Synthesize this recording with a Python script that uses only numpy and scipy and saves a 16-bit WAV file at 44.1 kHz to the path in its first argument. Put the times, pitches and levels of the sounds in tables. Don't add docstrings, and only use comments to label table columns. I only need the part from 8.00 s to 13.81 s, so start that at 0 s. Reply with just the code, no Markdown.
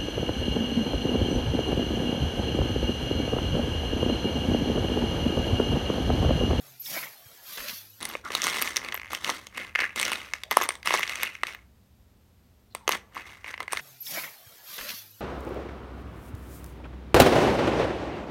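import sys
import numpy as np
from scipy import signal
from scipy.fft import rfft, irfft
from scipy.io import wavfile
from scipy.ndimage import uniform_filter1d

SR = 44100
rng = np.random.default_rng(int(sys.argv[2]) if len(sys.argv) > 2 else 0)


def int16_out(signal):
    q = np.round(np.clip(np.atleast_2d(signal).T, -1, 1) * 32767)
    wavfile.write(sys.argv[1], SR, q.astype(np.int16))


N = 256102
TIME = np.arange(N) / SR
CLICK_SAMPLES = 640

# hz, level_db
RIM_COLOUR = [(2200, -22.5), (3100, 6), (3800, 4.5), (4900, -1.5), (6000, 1), (7400, -6.5), (8700, -4),
              (10400, -9.5), (11800, -8), (13500, -12), (15500, -17)]


def undb(db):
    return 10 ** (np.asarray(db) / 20)


def unit(x):
    return x / np.sqrt(np.mean(x ** 2))


def per_ms(waves):
    return waves * np.sqrt(SR / 1000 / np.sum(waves ** 2, axis=-1, keepdims=True))


def decay(t_s, t60_s):
    return np.exp(-np.log(1000) * t_s / t60_s)


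def spread(*shape):
    return np.clip(rng.standard_normal(shape), -2, 2)


def on_log(hz, points):
    f, value = np.transpose(points)
    return np.interp(np.log(np.maximum(hz, 1)), np.log(f), value)


def colour(x, points, size=4096):
    response_db = on_log(np.arange(size // 2 + 1) * SR / size, points)
    cepstrum = irfft(np.log(undb(response_db)))
    cepstrum[1:size // 2] *= 2
    cepstrum[size // 2 + 1:] = 0
    impulse = irfft(np.exp(rfft(cepstrum)))
    return signal.fftconvolve(x, impulse)[:N]


def band(x, lo_hz, hi_hz, order=2):
    edges_hz = [lo_hz, min(hi_hz, SR / 2 - 1000)]
    return signal.sosfilt(signal.butter(order, edges_hz, "band", fs=SR, output="sos"), x)


def place(times_s, gains, waves):
    first = np.maximum(times_s * SR, 0).astype(int)
    index = first[:, None] + np.arange(waves.shape[1])
    return np.bincount(index.ravel(), (waves * gains[:, None]).ravel(), N)[:N]


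def ring(hz, t60_s, size=CLICK_SAMPLES):
    t = np.arange(size) / SR
    return np.sin(2 * np.pi * hz[:, None] * t) * decay(t, np.reshape(t60_s, (-1, 1)))


def clicks(note_db=-4.0, nudge_db=-11, nudge_s=0.0033):
    # start_s, knock_db, clack_db, rim_db, rim_pitch_hz
    collisions = [(0.0288, -32.5, -38.5, -26.5, 3939), (.053, -38, -29, -19, 9490),
                  (0.1521, -22, -22, -48.5, 3827), (0.3042, -25, -28, -37, 3502),
                  (0.3192, -34.5, -35.5, -26, 2775), (0.3509, -19.5, -22.5, -11, 3793),
                  (0.4188, -41, -24, -16.5, 5792), (0.4408, -36, -42, -14.5, 6354),
                  (0.4684, -19.5, -21.5, -19, 8882), (.499, -30.5, -29.5, -20, 5564),
                  (0.569, -27.5, -27, -23.5, 2649), (0.5867, -30, -25.5, -31.5, 3760),
                  (.6164, -23, -31.5, -18.5, 9250), (.623, -28, -18.5, -14.5, 12360),
                  (0.6752, -42, -20.5, -28, 4868), (0.7606, -34, -24, -19.5, 3422),
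                  (.768, -29, -22.5, -13, 5823), (0.7758, -31.5, -24, -30, 9856),
                  (0.8474, -35, -29, -30.5, 4287), (0.8866, -36, -25.5, -32.5, 3800),
                  (0.9236, -34.5, -23.5, -28.5, 2739), (0.9443, -25.5, -27, -38, 11970),
                  (0.9514, -35, -28.5, -29, 2990), (1.1321, -21.5, -28, -26.5, 11730),
                  (1.1492, -41, -25.5, -19, 2912), (1.2458, -49, -24, -20.5, 3061),
                  (1.2933, -16.5, -25.5, -31.5, 8265), (1.3006, -27.5, -24, -21.5, 2838),
                  (1.4692, -43.5, -40, -30.5, 6410), (1.5772, -30.5, -29.5, -26, 3018),
                  (1.7519, -31.5, -15.5, -30.5, 4364), (1.7575, -26.5, -12.5, -28.5, 4782),
                  (1.7907, -25.5, -15.5, -30.5, 5835), (1.8036, -29.5, -18, -24, 4361),
                  (1.8095, -38, -20, -27.5, 4050), (1.8201, -26, -20.5, -36.5, 5640),
                  (1.841, -29.5, -22.5, -48.5, 5677), (1.9599, -32, -29.5, -25, 7198),
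                  (1.998, -26, -30, -18, 8634), (2.014, -36.5, -21.5, -18.5, 8229),
                  (2.0291, -32, -15.5, -20, 5996), (2.0517, -48, -27, -16, 5900),
                  (2.1178, -20.5, -32, -23, 9685), (2.1321, -42.5, -18.5, -25, 8735),
                  (2.336, -28.5, -17.5, -23, 5269), (2.4354, -38, -29, -26.5, 3500),
                  (2.5114, -20.5, -19.5, -18.5, 12280), (2.5162, -18, -21, -19, 3348),
                  (2.57, -2.5, -17, -12, 11020), (2.6129, -16, -22, -31.5, 12450),
                  (2.6211, -23, -27, -18, 6564), (2.638, -30, -25.5, -23.5, 12010),
                  (2.6901, -19.5, -19.5, -18, 8934), (2.7057, -33, -21.5, -33.5, 4244),
                  (2.7536, -39, -37, -34.5, 7941), (2.8297, -53, -34.5, -37, 4744),
                  (2.8586, -27.5, -28, -25, 9650), (2.8734, -18.5, -16.5, -18, 5108),
                  (2.9068, -15.5, -18, -24, 2719), (2.925, -21, -28, -29, 3780),
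                  (2.94, -11, -17, -19.5, 6458), (2.9481, -15.5, -23, -25, 9510),
                  (2.9937, -23, -23, -25.5, 12230), (3.0308, -33.5, -15.5, -24, 3240),
                  (3.0341, -41.5, -17, -29.5, 5700), (3.0769, -39.5, -28.5, -27.5, 3160),
                  (3.095, -33.5, -23, -23.5, 2858), (3.1563, -50, -26.5, -25.5, 6100),
                  (3.2322, -25.5, -16, -16.5, 11680), (3.3524, -53.5, -28, -43, 5620),
                  (3.434, -16.5, -15.5, -23, 2873), (3.4692, -53, -27, -28, 4080),
                  (3.548, -40.5, -30.5, -40, 14330), (4.7496, -25, -28.5, -25, 8545),
                  (4.8781, -15, -18, -16.5, 6450), (4.8919, -12, -18, -15.5, 11540),
                  (4.922, -26.5, -31.5, -17, 6372), (5.444, -36, -28.5, -43.5, 4070),
                  (5.5405, -33, -25, -40, 3905), (5.578, -39, -31, -45, 5194),
                  (5.604, -24, -26, -29.5, 4219), (5.6079, -32, -36, -43, 3433),
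                  (5.629, -43.5, -37, -36, 8613), (5.6796, -33, -25, -37, 4317),
                  (5.7237, -33.5, -35.5, -23.5, 8783), (5.732, -18.5, -21, -19.5, 9028),
                  (5.772, -29.5, -22, -26, 4027)]
    start_s, knock_db, clack_db, rim_db, rim_hz = np.transpose(collisions)
    note_waves = per_ms(band(ring(rim_hz, t60_s=.004), 2900, 16000, order=3))
    notes = place(start_s, undb(rim_db + note_db), note_waves)
    later_s = start_s + nudge_s * (.5 + .5 * rng.random(len(start_s)))
    nudges = collide(later_s, knock_db + 2 * nudge_db, clack_db + nudge_db, rim_db + nudge_db)
    return collide(start_s, knock_db, clack_db, rim_db) + notes + nudges


def collide(times_s, knock_db, clack_db, crack_db, board_drop=0.006, disc_drop=.005, board_lag_s=.0002):
    weight_db = np.clip(knock_db - clack_db, -20, 20)
    board = place(times_s + board_lag_s, undb(knock_db), knocks(np.exp(-board_drop * weight_db)))
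    discs = place(times_s, undb(clack_db), clacks(np.exp(-disc_drop * weight_db)))
    rims = place(times_s, undb(crack_db), cracks(len(times_s), t60_s=.0055))
    return board + discs + colour(rims, RIM_COLOUR)


def knocks(pitch, run=1):
    # base_hz, t60_s, level_db
    board_modes = [(470, 0.013, -7.5), (690, 0.0055, -5.5), (1149.2, 0.0073994, 10.5)]
    return per_ms(band(strike(board_modes, pitch, detune=0.067, uneven_db=6.0, run=run), 420, 1500, order=3))


def clacks(pitch, run=1):
    # base_hz, t60_s, level_db
    disc_modes = [(1800, .004, -6.5), (2075.3, 0.0076, 7.5), (2564.6, 0.0043, -6.5)]
    return per_ms(band(strike(disc_modes, pitch, detune=.08, uneven_db=11.0, run=run), 1410, 2990, order=3))


def strike(modes, pitch, detune, uneven_db, run=1):
    count, out = len(pitch), 0
    for base_hz, t60_s, db in modes:
        chance = spread(count, 2)[np.arange(count) // run]
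        gain = undb(db + uneven_db * chance[:, :1])
        out = out + gain * ring(base_hz * pitch * np.exp(detune * chance[:, 1]), t60_s)
    return out


def cracks(count, t60_s):
    t = np.arange(CLICK_SAMPLES) / SR
    return per_ms(rng.standard_normal((count, CLICK_SAMPLES)) * decay(t, t60_s))


def pushing(range_db=30):
    # start_s, swell_s, hold_s, settling_s, chatter_db, board_drag_re_chatter_db, rim_scrape_re_chatter_db
    pushes = [(0., 0.003333, 0.13836, 0.10944, -47.5, -1, 0.5),
              (0.229, 0.0178, 0.1097, 0.0996, -49.5, 1, -2.5),
              (0.292, 0.02782, 0.071, 0.136, -39.5, -4.5, -1),
              (0.393, 0.041456, 0.05931, 0.04, -32.5, -4, 2),
              (0.477, 0.03434, 0.13242, 0.26077, -37, -3.5, -0.5),
              (0.743, 0.02038, 0.11572, 0.3206, -43.5, -3.5, -8.5),
              (1.092, 0.015936, 0.04861, 0.07325, -43, -2.5, 0),
              (1.164, 0.1143, 0.017495, 0.18348, -36, -2.5, 0),
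              (1.501, 0.06953, 0.0477, 0.173, -39, -7, -9),
              (1.742, 0.048984, 0.04869, 0.1566, -33, -13.5, -16),
              (1.951, 0.01168, 0.05814, 0.0989, -37, -5.5, -1.5),
              (1.997, 0.05851, 0.01954, 0.35195, -34, -4, -3), (2.317, .025, .01, .1, -49, -5, -3),
              (2.502, 0.0129, 0.00787, 0.07147, -34.5, -2.5, -2),
              (2.548, 0.0207, 0.08509, 0.04698, -37, -1.5, -3.5),
              (2.684, 0.02083, 0.00674, 0.1249, -48, -3.5, 0.5),
              (2.841, 0.02027, 0.13617, 0.14498, -31, -7.5, -5),
              (3.005, 0.09874, 0.07438, 0.17, -40, -8, -5), (3.178, 0.03931, 0.0156, 0.20967, -33, -10, -8),
              (3.425, 0.0358, 0.05447, 0.11938, -43, -7.5, -7),
              (4.742, 0.00756, 0.00925, 0.149, -61.5, 4.5, 3),
              (4.872, 0.039408, 0.038747, 0.04948, -34, -2.5, -3.5),
              (5.112, 0.052817, 0.036876, 0.0877, -41, -5.5, -9),
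              (5.228, 0.02816, 0.04397, 0.3058, -50, -5, -5.5),
              (5.421, 0.05301, 0.03032, 0.10624, -41, -10, -8.5),
              (5.575, 0.0283, 0.00933, 0.11164, -45.5, -0.5, -12),
              (5.679, 0.04061, 0.1015, .1, -39.5, -10, -6.5)]
    power = np.zeros((3, N))
    for start_s, swell_s, hold_s, settling_s, db, board_db, rim_db in pushes:
        since_full = TIME - start_s - swell_s
        before = np.maximum(-since_full / swell_s, 0)
        after = np.maximum((since_full - hold_s) / settling_s, 0)
        level = undb(db + np.array([[board_db], [0], [rim_db]]))
        power += level ** 2 * undb(-range_db * np.minimum(before + after, 10)) ** 2
    return np.sqrt(power)


def sliding(gains, count=3800, size=6, scatter_db=5, own_db=3, size_spread=0.088, rim_t60_s=0.0085, note_db=-7):
    # time_s, body_pitch_factor
    button_pitch = [(0., 0.9894), (.26, 0.9393), (.45, 1.0509), (.95, 0.9983), (1.3, 1.0073), (1.62, 1.166),
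                    (1.8, 0.9207), (2.1, 1.2501), (2.6, 0.9474), (2.95, 1.0474), (3.2, 1.15), (3.5, 1.1166),
                    (4.9, 1.025), (5.3, 1.0321), (5.75, 0.8765)]
    # time_s, rumble_re_drag_db
    palm = [(0., -3), (.5, -10), (1.3, -6.5), (2.1, -10), (2.6, -13), (5.8, -10)]
    drag, chatter, scrape = gains
    times_s = (np.arange(count) + 2 * rng.random(count)) * N / SR / count
    chance = spread(count, 4).T
    knock, clack, crack = undb(scatter_db * chance[0] + own_db * chance[1:])
    sizes = np.exp(size_spread * rng.standard_normal(count))[np.arange(count) // size]
    pitch = np.interp(times_s, *np.transpose(button_pitch)) * sizes
    rim_hz = rng.uniform(2800, 15500, count)
    rumble_gain = undb(np.interp(TIME, *np.transpose(palm)))
    rumble = rumble_gain * unit(band(rng.standard_normal(N), 160, 420))
    board = unit(place(times_s, knock, knocks(pitch, run=size))) + rumble
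    discs = unit(place(times_s, clack, clacks(pitch, run=size)))
    ticks = cracks(count, t60_s=0.013) + undb(note_db) * per_ms(ring(rim_hz, rim_t60_s))
    rims = unit(colour(place(times_s, crack, ticks), RIM_COLOUR))
    return board * drag + discs * chatter + rims * scrape


def tumbling(gains, count=330, knock_db=4, clack_db=6, crack_db=5, scatter_db=3):
    times_s = (np.arange(count) + rng.random(count)) * (N - 1) / SR / count
    push_db = 20 * np.log10(gains[:, (times_s * SR).astype(int)])
    force_db = push_db + scatter_db * spread(count)
    return collide(times_s, force_db[0] + knock_db, force_db[1] + clack_db, force_db[2] + crack_db)


def rocking(first_db=-27, loss_db=1.7781, knock_db=-11, crack_db=-9, count=10):
    start_s, gap_s, shrink = .9757, .0217, .862
    k = np.arange(count)
    db = first_db - loss_db * k
    gaps_s = gap_s * shrink ** k
    times_s = start_s + np.cumsum(gaps_s) - gaps_s
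    return collide(times_s, db + knock_db, db, db + crack_db)


def skids():
    # start_s, length_s, first_pitch_hz, last_pitch_hz, level_db, line_width_hz
    squeaks = [(0.238, 0.05905, 1336, 1250, -39.5, 250), (2.436, 0.06733, 636.2, 610.8, -57.5, 60),
               (4.701, 0.04526, 4250, 4050, -68, 151), (4.796, 0.092, 1069, 746, -61.5, 25),
               (5.166, 0.008312, 1026, 1140, -33.5, 120)]
    out = np.zeros(N)
    for start_s, length_s, first_hz, last_hz, db, width_hz in squeaks:
        n, at = int(length_s * SR), int(start_s * SR)
        glide = 2 * np.pi * np.linspace(first_hz, last_hz, n) / SR
        wander = np.sqrt(2 * np.pi * width_hz / SR) * rng.standard_normal(n)
        grip = np.abs(uniform_filter1d(rng.standard_normal(n), size=200))
        rough = grip * np.sin(np.cumsum(glide + wander))
        note = band(rough, first_hz / np.sqrt(2), first_hz * np.sqrt(2))
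        out[at:at + n] += undb(db) * unit(note * signal.windows.tukey(n, .5))
    return out


def pings(tap_t60_s=.012, taps_per_s=260, bounce_db=-7):
    # start_s, pitch_hz, level_db, chatter_t60_s
    shivers = [(0.027, 9774, -24.5, 0.2496), (.090, 11960, -28, 0.165), (0.9439, 12000, -19.5, 0.0429),
               (0.963, 12170, -31.5, 0.165), (.69, 10000, -32, .08), (2.632, 11650, -24.5, 0.029),
               (2.689, 8930, -18.5, .09), (5.148, 11990, -41.5, 0.094)]
    start_s, hz, db, t60_s = np.transpose(shivers)
    t = np.arange(SR // 5) / SR
    chance = rng.random((len(start_s), 2, len(t)))
    touches = (chance[:, 0] < taps_per_s / SR) * chance[:, 1]
    taps = touches * undb(bounce_db) * decay(t, t60_s[:, None])
    taps[:, 0] = 1
    return place(start_s, undb(db), signal.fftconvolve(taps, ring(hz, tap_t60_s), axes=1))


def room(x, near_db=-12, near_t60_s=.016, wall_s=0.018, wall_db=-21):
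    # hz, t60_s
    tail_t60 = [(1000, 0.61), (2500, 0.22), (15000, .27)]
    # hz, band_level_db
    tail_level = [(200, -13.5), (1000, -21.5), (2500, -15.5), (6000, -15), (15000, -26.5)]
    t = np.arange(SR * 6 // 10) / SR
    edges_hz = np.geomspace(140, 17000, 9)
    tail = 0
    for lo, hi in zip(edges_hz, edges_hz[1:]):
        centre_hz = np.sqrt(lo * hi)
        fade = decay(t, on_log(centre_hz, tail_t60)) * np.clip(t / .008, 0, 1)
        gain = undb(on_log(centre_hz, tail_level)) / np.linalg.norm(fade)
        tail = tail + gain * fade * band(rng.standard_normal(len(t)), lo, hi, order=3)
    near = rng.standard_normal(len(t)) * decay(t, near_t60_s) * (t > .001)
    wall = rng.standard_normal(len(t)) * np.exp(-np.abs(t - wall_s) / .0012)
    near_part = undb(near_db) * near / np.linalg.norm(near)
    wall_part = undb(wall_db) * wall / np.linalg.norm(wall)
    return x + signal.fftconvolve(x, tail + near_part + wall_part)[:N]


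def background(quiet_db=-58.5, whine_db=-81):
    # hz, relative_level_db_per_hz
    quiet_colour = [(25, -23.5), (45, -7.5), (60, 1.5), (100, -2.5), (150, -14), (200, -8), (310, -18.5),
                    (630, -23.5), (1600, -31), (4000, -34), (10000, -40), (16000, -39.5)]
    quiet = unit(colour(rng.standard_normal(N), quiet_colour))
    whine = unit(band(rng.standard_normal(N), 11700, 12150))
    return undb(quiet_db) * quiet + undb(whine_db) * whine


def scene():
    gains = pushing()
    buttons = clicks() + sliding(gains) + tumbling(gains) + rocking() + skids() + pings()
    return (room(buttons) + background())[None]


def record(dry, top_hz=15900):
    low_pass = signal.ellip(10, .2, 70, top_hz, fs=SR, output="sos")
    return signal.sosfilt(low_pass, np.clip(dry, -1, 1))


dry = scene()
out = record(dry)
int16_out(out)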